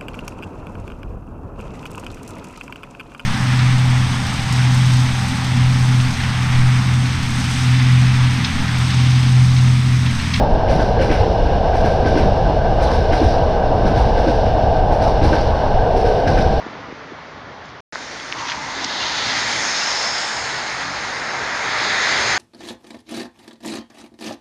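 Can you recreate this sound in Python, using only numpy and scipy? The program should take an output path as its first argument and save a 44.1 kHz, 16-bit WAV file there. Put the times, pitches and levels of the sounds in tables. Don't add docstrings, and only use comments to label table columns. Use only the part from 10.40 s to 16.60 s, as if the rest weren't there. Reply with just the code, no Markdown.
import sys
import numpy as np
from scipy.fft import rfft, irfft, next_fast_len
from scipy.io import wavfile
from scipy.ndimage import uniform_filter1d, minimum_filter1d, map_coordinates

SR = 44100
rng = np.random.default_rng(int(sys.argv[2]) if len(sys.argv) > 2 else 0)


def master_out(mix):
    frames = np.transpose(np.atleast_2d(mix))
    ceiling = np.clip(frames, -1, 1)
    pcm = np.round(ceiling * 32767).astype(np.int16)
    wavfile.write(sys.argv[1], SR, pcm)


N = 273420
TIME = np.arange(N) / SR

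# t/s, spray level/dB, rattle level/dB, bite level/dB, ring level/dB,
# thud level/dB
AXLE_HITS = [(0.287, -27, -36, -34, -38, -37), (.388, -31, -37.5, -39.5, -27.5, -23),
             (.602, -27, -35.5, -32, -30, -27), (.703, -28.5, -35.5, -29, -26.5, -15),
             (1.342, -30.5, -40.5, -38, -36, -31), (1.444, -30.5, -39, -36.5, -28.5, -26),
             (1.656, -31, -35.5, -37, -26.5, -20), (1.763, -30.5, -37, -33, -30.5, -14.5),
             (2.406, -27, -40, -38, -30.5, -28), (2.505, -30.5, -36, -46, -30.5, -28),
             (2.717, -28.5, -36.5, -34.5, -24.5, -20), (2.818, -28.5, -36, -37, -29, -13.5),
             (3.456, -32, -39, -40.5, -30.5, -30), (3.557, -31.5, -38, -39, -31.5, -26),
             (3.769, -33.5, -38.5, -39.5, -31.5, -35), (3.87, -34, -38, -41, -32, -15),
             (4.508, -33, -46.5, -47, -34.5, -23), (4.61, -30.5, -36.5, -38, -33, -26),
             (4.822, -26.5, -33, -34.5, -34, -19), (4.921, -33.5, -37.5, -34.5, -26, -15.5),
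             (5.554, -31.5, -41.5, -42, -37, -24), (5.653, -32, -38, -39, -35, -28),
             (5.868, -30.5, -34, -35, -24.5, -26), (5.969, -31, -38, -38, -25, -22.5)]
# f/Hz, level/dB
BITE_EQ = [(500, -12.5), (1100, -2), (1750, 1.5), (1920, -4.5), (2080, 6), (2170, -6.5), (2260, 4),
           (2500, -1), (2880, 0.5), (3300, -9.5), (6000, -33.5)]
CLANK_EQ = [(900, -20.5), (1400, -10), (1620, 4.5), (1800, -4.5), (2050, -15), (2800, -19.5), (5000, -49)]
RATTLE_EQ = [(1500, -12), (3100, -6.5), (3700, -0.5), (4000, 0), (4250, -1), (4750, -2.5), (5300, -1.5),
             (5900, -5), (7000, -6.5), (13000, -16)]
SPRAY_EQ = [(2500, -19.5), (5000, -8.5), (7000, -4.5), (9000, 0.5), (11000, 2.5), (13500, -4.5)]

def clacks():
    times, spray_db, rattle_db, bite_db, ring_db, _ = np.transpose(AXLE_HITS)
    grit = unit(amp(1.5 * wobble(450) + 0.9 * wobble(70)))
    crack_env = blows(times, bite_db, lead=0.012, rise=0.0043, t60=0.12, tail_db=-19, tail_t60=0.2)
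    bite_env = blows(times, bite_db, lead=0.0077, rise=0.031, t60=0.5, tail_db=-19, tail_t60=0.65)
    bite = np.hypot(crack_env, bite_env) * noise(eq(BITE_EQ))
    clank = blows(times, ring_db - 5.5, lead=0.0033, rise=0.012, t60=0.1, tail_db=-18.5, tail_t60=0.4)
    clank *= noise(eq(CLANK_EQ))
    rattle = blows(times, rattle_db, lead=0.01, rise=0.028, t60=1.27, tail_db=-14, tail_t60=1.2)
    rattle *= noise(eq(RATTLE_EQ))
    spray = blows(times, spray_db, lead=0.001, rise=0.026, t60=0.5, tail_db=-11, tail_t60=1)
    spray *= noise(eq(SPRAY_EQ))
    ring = blows(times, ring_db, lead=0, rise=0.017, t60=0.11, tail_db=-8.5, tail_t60=1)
    ring *= levelled(wheel(), span_s=0.027)
    return grit * (bite + clank + rattle + spray + sizzle()) + ring


# f/Hz, width/Hz, level/dB
WHEEL_MODES = [(1545, 37, 12), (1601, 53, 6), (1720, 68, -16.5), (2020, 54, -8.5), (2200, 150, -19.5),
               (3070, 190, -15)]

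def wheel():
    pace = 1 + 0.008 * wobble(7)
    return map_coordinates(noise(resonances(WHEEL_MODES)), [np.cumsum(pace)], mode="reflect")


# peak t/s, half length/s, centre f/Hz, level/dB
SIZZLES = [(2.466, 0.024, 3900, -35), (2.787, .025, 4130, -36), (2.922, .04, 4740, -39),
           (5, 0.031, 4600, -40)]

def sizzle():
    return sum(amp(db) * hump(s, half_s) * noise_band(hz, width_hz=2600)
               for s, half_s, hz, db in SIZZLES)


# f/Hz, width/Hz, level/dB
BODY_MODES = [(246, 21, -5), (315, 21.6, 0), (385, 45, -3.5), (527, 47, -11)]
# f/Hz, level/dB
BOOM_EQ = [(120, -30), (220, -1.5), (320, 12), (430, -5.5), (560, -7.5), (800, -30)]
# t/s, level/dB
JOLTS = [(4.852, -17)]

def coach():
    times, *_, thud_db = np.transpose(AXLE_HITS)
    thuds = knocks(times, thud_db, BODY_MODES, lead=0.00702, attack=0.00794)
    boom = blows(times, thud_db - 10.5, lead=0.027, rise=0.011, t60=0.35, tail_db=-19.5, tail_t60=0.6)
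    boom *= levelled(noise(eq(BOOM_EQ)), span_s=0.035)
    jolt = knocks(*np.transpose(JOLTS), BODY_MODES, lead=0.007, attack=0.0082)
    return thuds + boom + jolt


# t/s, level/dB
FRAME_KNOCKS = [(.298, -19), (.598, -16.5), (2.408, -20.5), (3.772, -20), (3.874, -18), (5.966, -21)]
# f/Hz, width/Hz, level/dB
FRAME_MODES = [(475, 47, -3.5), (538, 46, 4)]

def bogie():
    return knocks(*np.transpose(FRAME_KNOCKS), FRAME_MODES, lead=0.002, attack=0.01217)


# f/Hz, level/dB
LOW_ROAR_EQ = [(250, -39), (380, -12.5), (440, -2.5), (500, -1.5), (570, -9), (660, -21.5), (1000, -58.5)]
HIGH_ROAR_EQ = [(420, -28.5), (555, -3.5), (625, 0.5), (700, -4), (795, -1.5), (835, -3.5), (960, -8.5),
                (1030, -13), (1200, -20), (1420, -24.5), (1900, -35), (4000, -64.5)]
# t/s, level/dB
LOW_ROAR_RIDE = [(0.0, -29), (.9, -21), (1.15, -24.5), (1.4, -25.5), (1.6, -22), (1.9, -23.5), (2.2, -27),
                 (2.4, -23.5), (3.1, -23), (3.5, -26), (4.0, -21.5), (4.1, -27), (4.9, -23.5), (5.3, -26.5),
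                 (5.65, -16.5), (5.85, -22), (6.2, -24.5)]
HIGH_ROAR_RIDE = [(0, -18.5), (.5, -23.5), (1, -21.5), (1.35, -22), (1.7, -21), (2.1, -21.5), (2.5, -21),
                  (3.4, -20.5), (3.85, -22), (4.37, -21), (4.7, -19), (5.1, -20.5), (5.6, -23.5),
                  (6.2, -22)]

def roar():
    low = amp(ride(LOW_ROAR_RIDE)) * levelled(noise(eq(LOW_ROAR_EQ)), span_s=0.21)
    high_db = ride(HIGH_ROAR_RIDE) + 1.46 * wobble(28)
    return low + amp(high_db) * levelled(noise(eq(HIGH_ROAR_EQ)), span_s=0.044)


# f/Hz, width/Hz, level/dB
RAIL_MODES = [(670.5, 90, 0.5), (744.3, 67, -1)]
# t/s, level/dB
HOWL_RIDE = [(0, -29), (.48, -23), (.62, -31.5), (1, -25.5), (1.35, -19), (1.65, -25.5), (2.1, -23.5),
             (2.6, -25), (2.95, -21.5), (3.45, -23.5), (3.8, -22.5), (4.37, -19.5), (4.75, -23.5),
             (4.92, -35), (5.15, -30.5), (5.38, -19), (5.6, -21), (6.2, -22)]

def howl():
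    bands = unit(sum(amp(db) * noise_band(hz, width_hz) for hz, width_hz, db in RAIL_MODES))
    return amp(ride(HOWL_RIDE)) * levelled(bands, span_s=0.063)


# f/Hz, level/dB
HISS_EQ = [(600, -9.5), (1700, 5), (1950, -1), (2550, 1), (2900, 7), (3200, -1), (3700, 3), (4000, -2.5),
           (4250, 2), (4750, -4), (5150, 0.5), (5800, -5), (9000, -4.5), (13000, -4.5)]
# t/s, level/dB
HISS_RIDE = [(0, -36), (.5, -38.5), (1.1, -35), (1.6, -37), (2.1, -36.5), (2.22, -37.5), (2.4, -35.5),
             (2.9, -36), (3.15, -37.5), (3.7, -35.5), (4.25, -36.5), (4.45, -37.5), (5.25, -35.5),
             (5.45, -37), (6.2, -36)]

def hiss():
    swell_db = sum(hump(s + 0.62, half_s=0.38) for s, *_ in AXLE_HITS[::4])
    return amp(ride(HISS_RIDE) + swell_db + 0.66 * wobble(30)) * noise(eq(HISS_EQ))


# f/Hz, level/dB
BUFFET_EQ = [(8, -11), (20, -2), (36, -3), (80, -4.5), (115, -12.5), (200, -36.5), (500, -85.5)]
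FLUTTER_EQ = [(60, -25.5), (105, -1.5), (130, -3), (165, -5), (250, -9), (380, -11.5), (700, -20.5),
              (2000, -67.5)]
# t/s, level change/dB
GUSTS = [(.2, 2.5), (1.86, 3), (2.86, 3.5), (4.88, 4.5), (5.23, -3.5), (5.38, 4.5), (5.47, -6), (5.81, -10)]
# t/s, level/dB
FLUTTER_RIDE = [(0, -19), (.25, -21), (.6, -22), (.85, -22), (1.1, -23), (1.5, -23.5), (1.9, -20),
                (2.3, -23.5), (2.7, -26), (3.1, -23.5), (3.42, -19), (3.75, -23.5), (4.1, -21.5),
                (4.5, -24), (4.85, -22), (5.3, -25.5), (5.78, -24.5), (5.9, -19), (6.2, -23.5)]

def air():
    eddy_db, eddies_per_s = 1.5, 16
    gust_db = sum(db * hump(s, half_s=0.062) for s, db in GUSTS)
    buffet_db = -17 + gust_db + eddy_db * wobble(eddies_per_s)
    buffet = amp(buffet_db) * levelled(noise(eq(BUFFET_EQ)), span_s=0.17)
    flutter_db = ride(FLUTTER_RIDE) + eddy_db * wobble(eddies_per_s)
    flutter = amp(flutter_db) * levelled(noise(eq(FLUTTER_EQ)), span_s=0.11)
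    return buffet + flutter


def blows(times, levels_db, lead, rise, t60, tail_db, tail_t60):
    power = np.zeros(N)
    for s, db in zip(times, levels_db):
        start = max(round((s - lead) * SR), 0)
        t = TIME[:min(SR, N - start)]
        swell = np.sin(np.pi / 2 * np.minimum(t / rise, 1))
        age = np.maximum(t - rise, 0)
        fall = 1e-6 ** (age / t60) + amp(tail_db) ** 2 * 1e-6 ** (age / tail_t60)
        power[start:start + len(t)] += amp(db) ** 2 * swell ** 2 * fall
    return np.sqrt(power)


def knocks(times, levels_db, modes, lead, attack):
    out = np.zeros(N + SR)
    t = TIME[:SR // 4]
    for s, hit_db in zip(times, levels_db):
        start = round((s - lead) * SR)
        for hz, width_hz, db in modes:
            detune, scatter_db = rng.standard_normal(2)
            decay = (1 - np.exp(-t / attack)) ** 2 * np.exp(-np.pi * width_hz * t)
            swing = np.sin(2 * np.pi * hz * (1 + 0.021 * detune) * (t - attack))
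            out[start:start + len(t)] += amp(hit_db + db + scatter_db) * decay / decay.max() * swing
    return out[:N]


def amp(db):
    return 10 ** (np.asarray(db) / 20)


def unit(x):
    return x / np.sqrt(np.mean(x ** 2) + 1e-20)


def eq(points):
    f, db = np.transpose(points)
    return lambda hz: amp(np.interp(np.log(hz + 1), np.log(f + 1), db))


def resonances(modes):
    return lambda f: sum(amp(db) * 1j * f * width / (hz * hz - f * f + 1j * f * width)
                         for hz, width, db in modes)


def ride(points):
    return np.interp(TIME, *np.transpose(points))


def hump(centre_s, half_s):
    return np.exp(-((TIME - centre_s) / half_s) ** 2)


def wobble(rate):
    return map_coordinates(rng.standard_normal(int(N * rate / SR) + 4), [TIME * rate])


def filtered(x, response):
    size = next_fast_len(N + SR // 2)
    return irfft(rfft(x, size) * response(np.fft.rfftfreq(size, 1 / SR)), size)[:N]


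def noise(response):
    return unit(filtered(rng.standard_normal(N), response))


def noise_band(hz, width_hz):
    return noise(lambda f: resonances([(hz, width_hz, 0)])(f) ** 2)


def levelled(x, span_s):
    power = uniform_filter1d(x ** 2, max(int(span_s * SR), 2))
    return x / np.sqrt(np.abs(power) + 1e-9)


def scene():
    thumps = coach() + bogie()
    bed = air() + roar() + howl() + hiss()
    wheel_song = amp(-37 + 1.6 * wobble(13)) * wheel()
    return (clacks() + thumps + bed + wheel_song)[None]


def limiter(x, ceiling_db, hold_s):
    needed_gain = np.minimum(1, amp(ceiling_db) / (np.abs(x) + 1e-9))
    span = max(int(hold_s * SR), 2)
    return x * uniform_filter1d(minimum_filter1d(needed_gain, span), span)


# f/Hz, level/dB
MIC_EQ = [(5500, 0), (5950, -2), (6400, -12.5), (6900, -18.5), (9400, -22), (9900, -25), (11000, -26.5),
          (12000, -31), (13500, -37.5)]

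def record(dry):
    dulled = filtered(dry[0], eq(MIC_EQ))
    limited = limiter(dulled, ceiling_db=-2.3, hold_s=0.012)
    return filtered(limited, lambda hz: hz < 13780)[None]


dry = scene()
out = record(dry)
master_out(out)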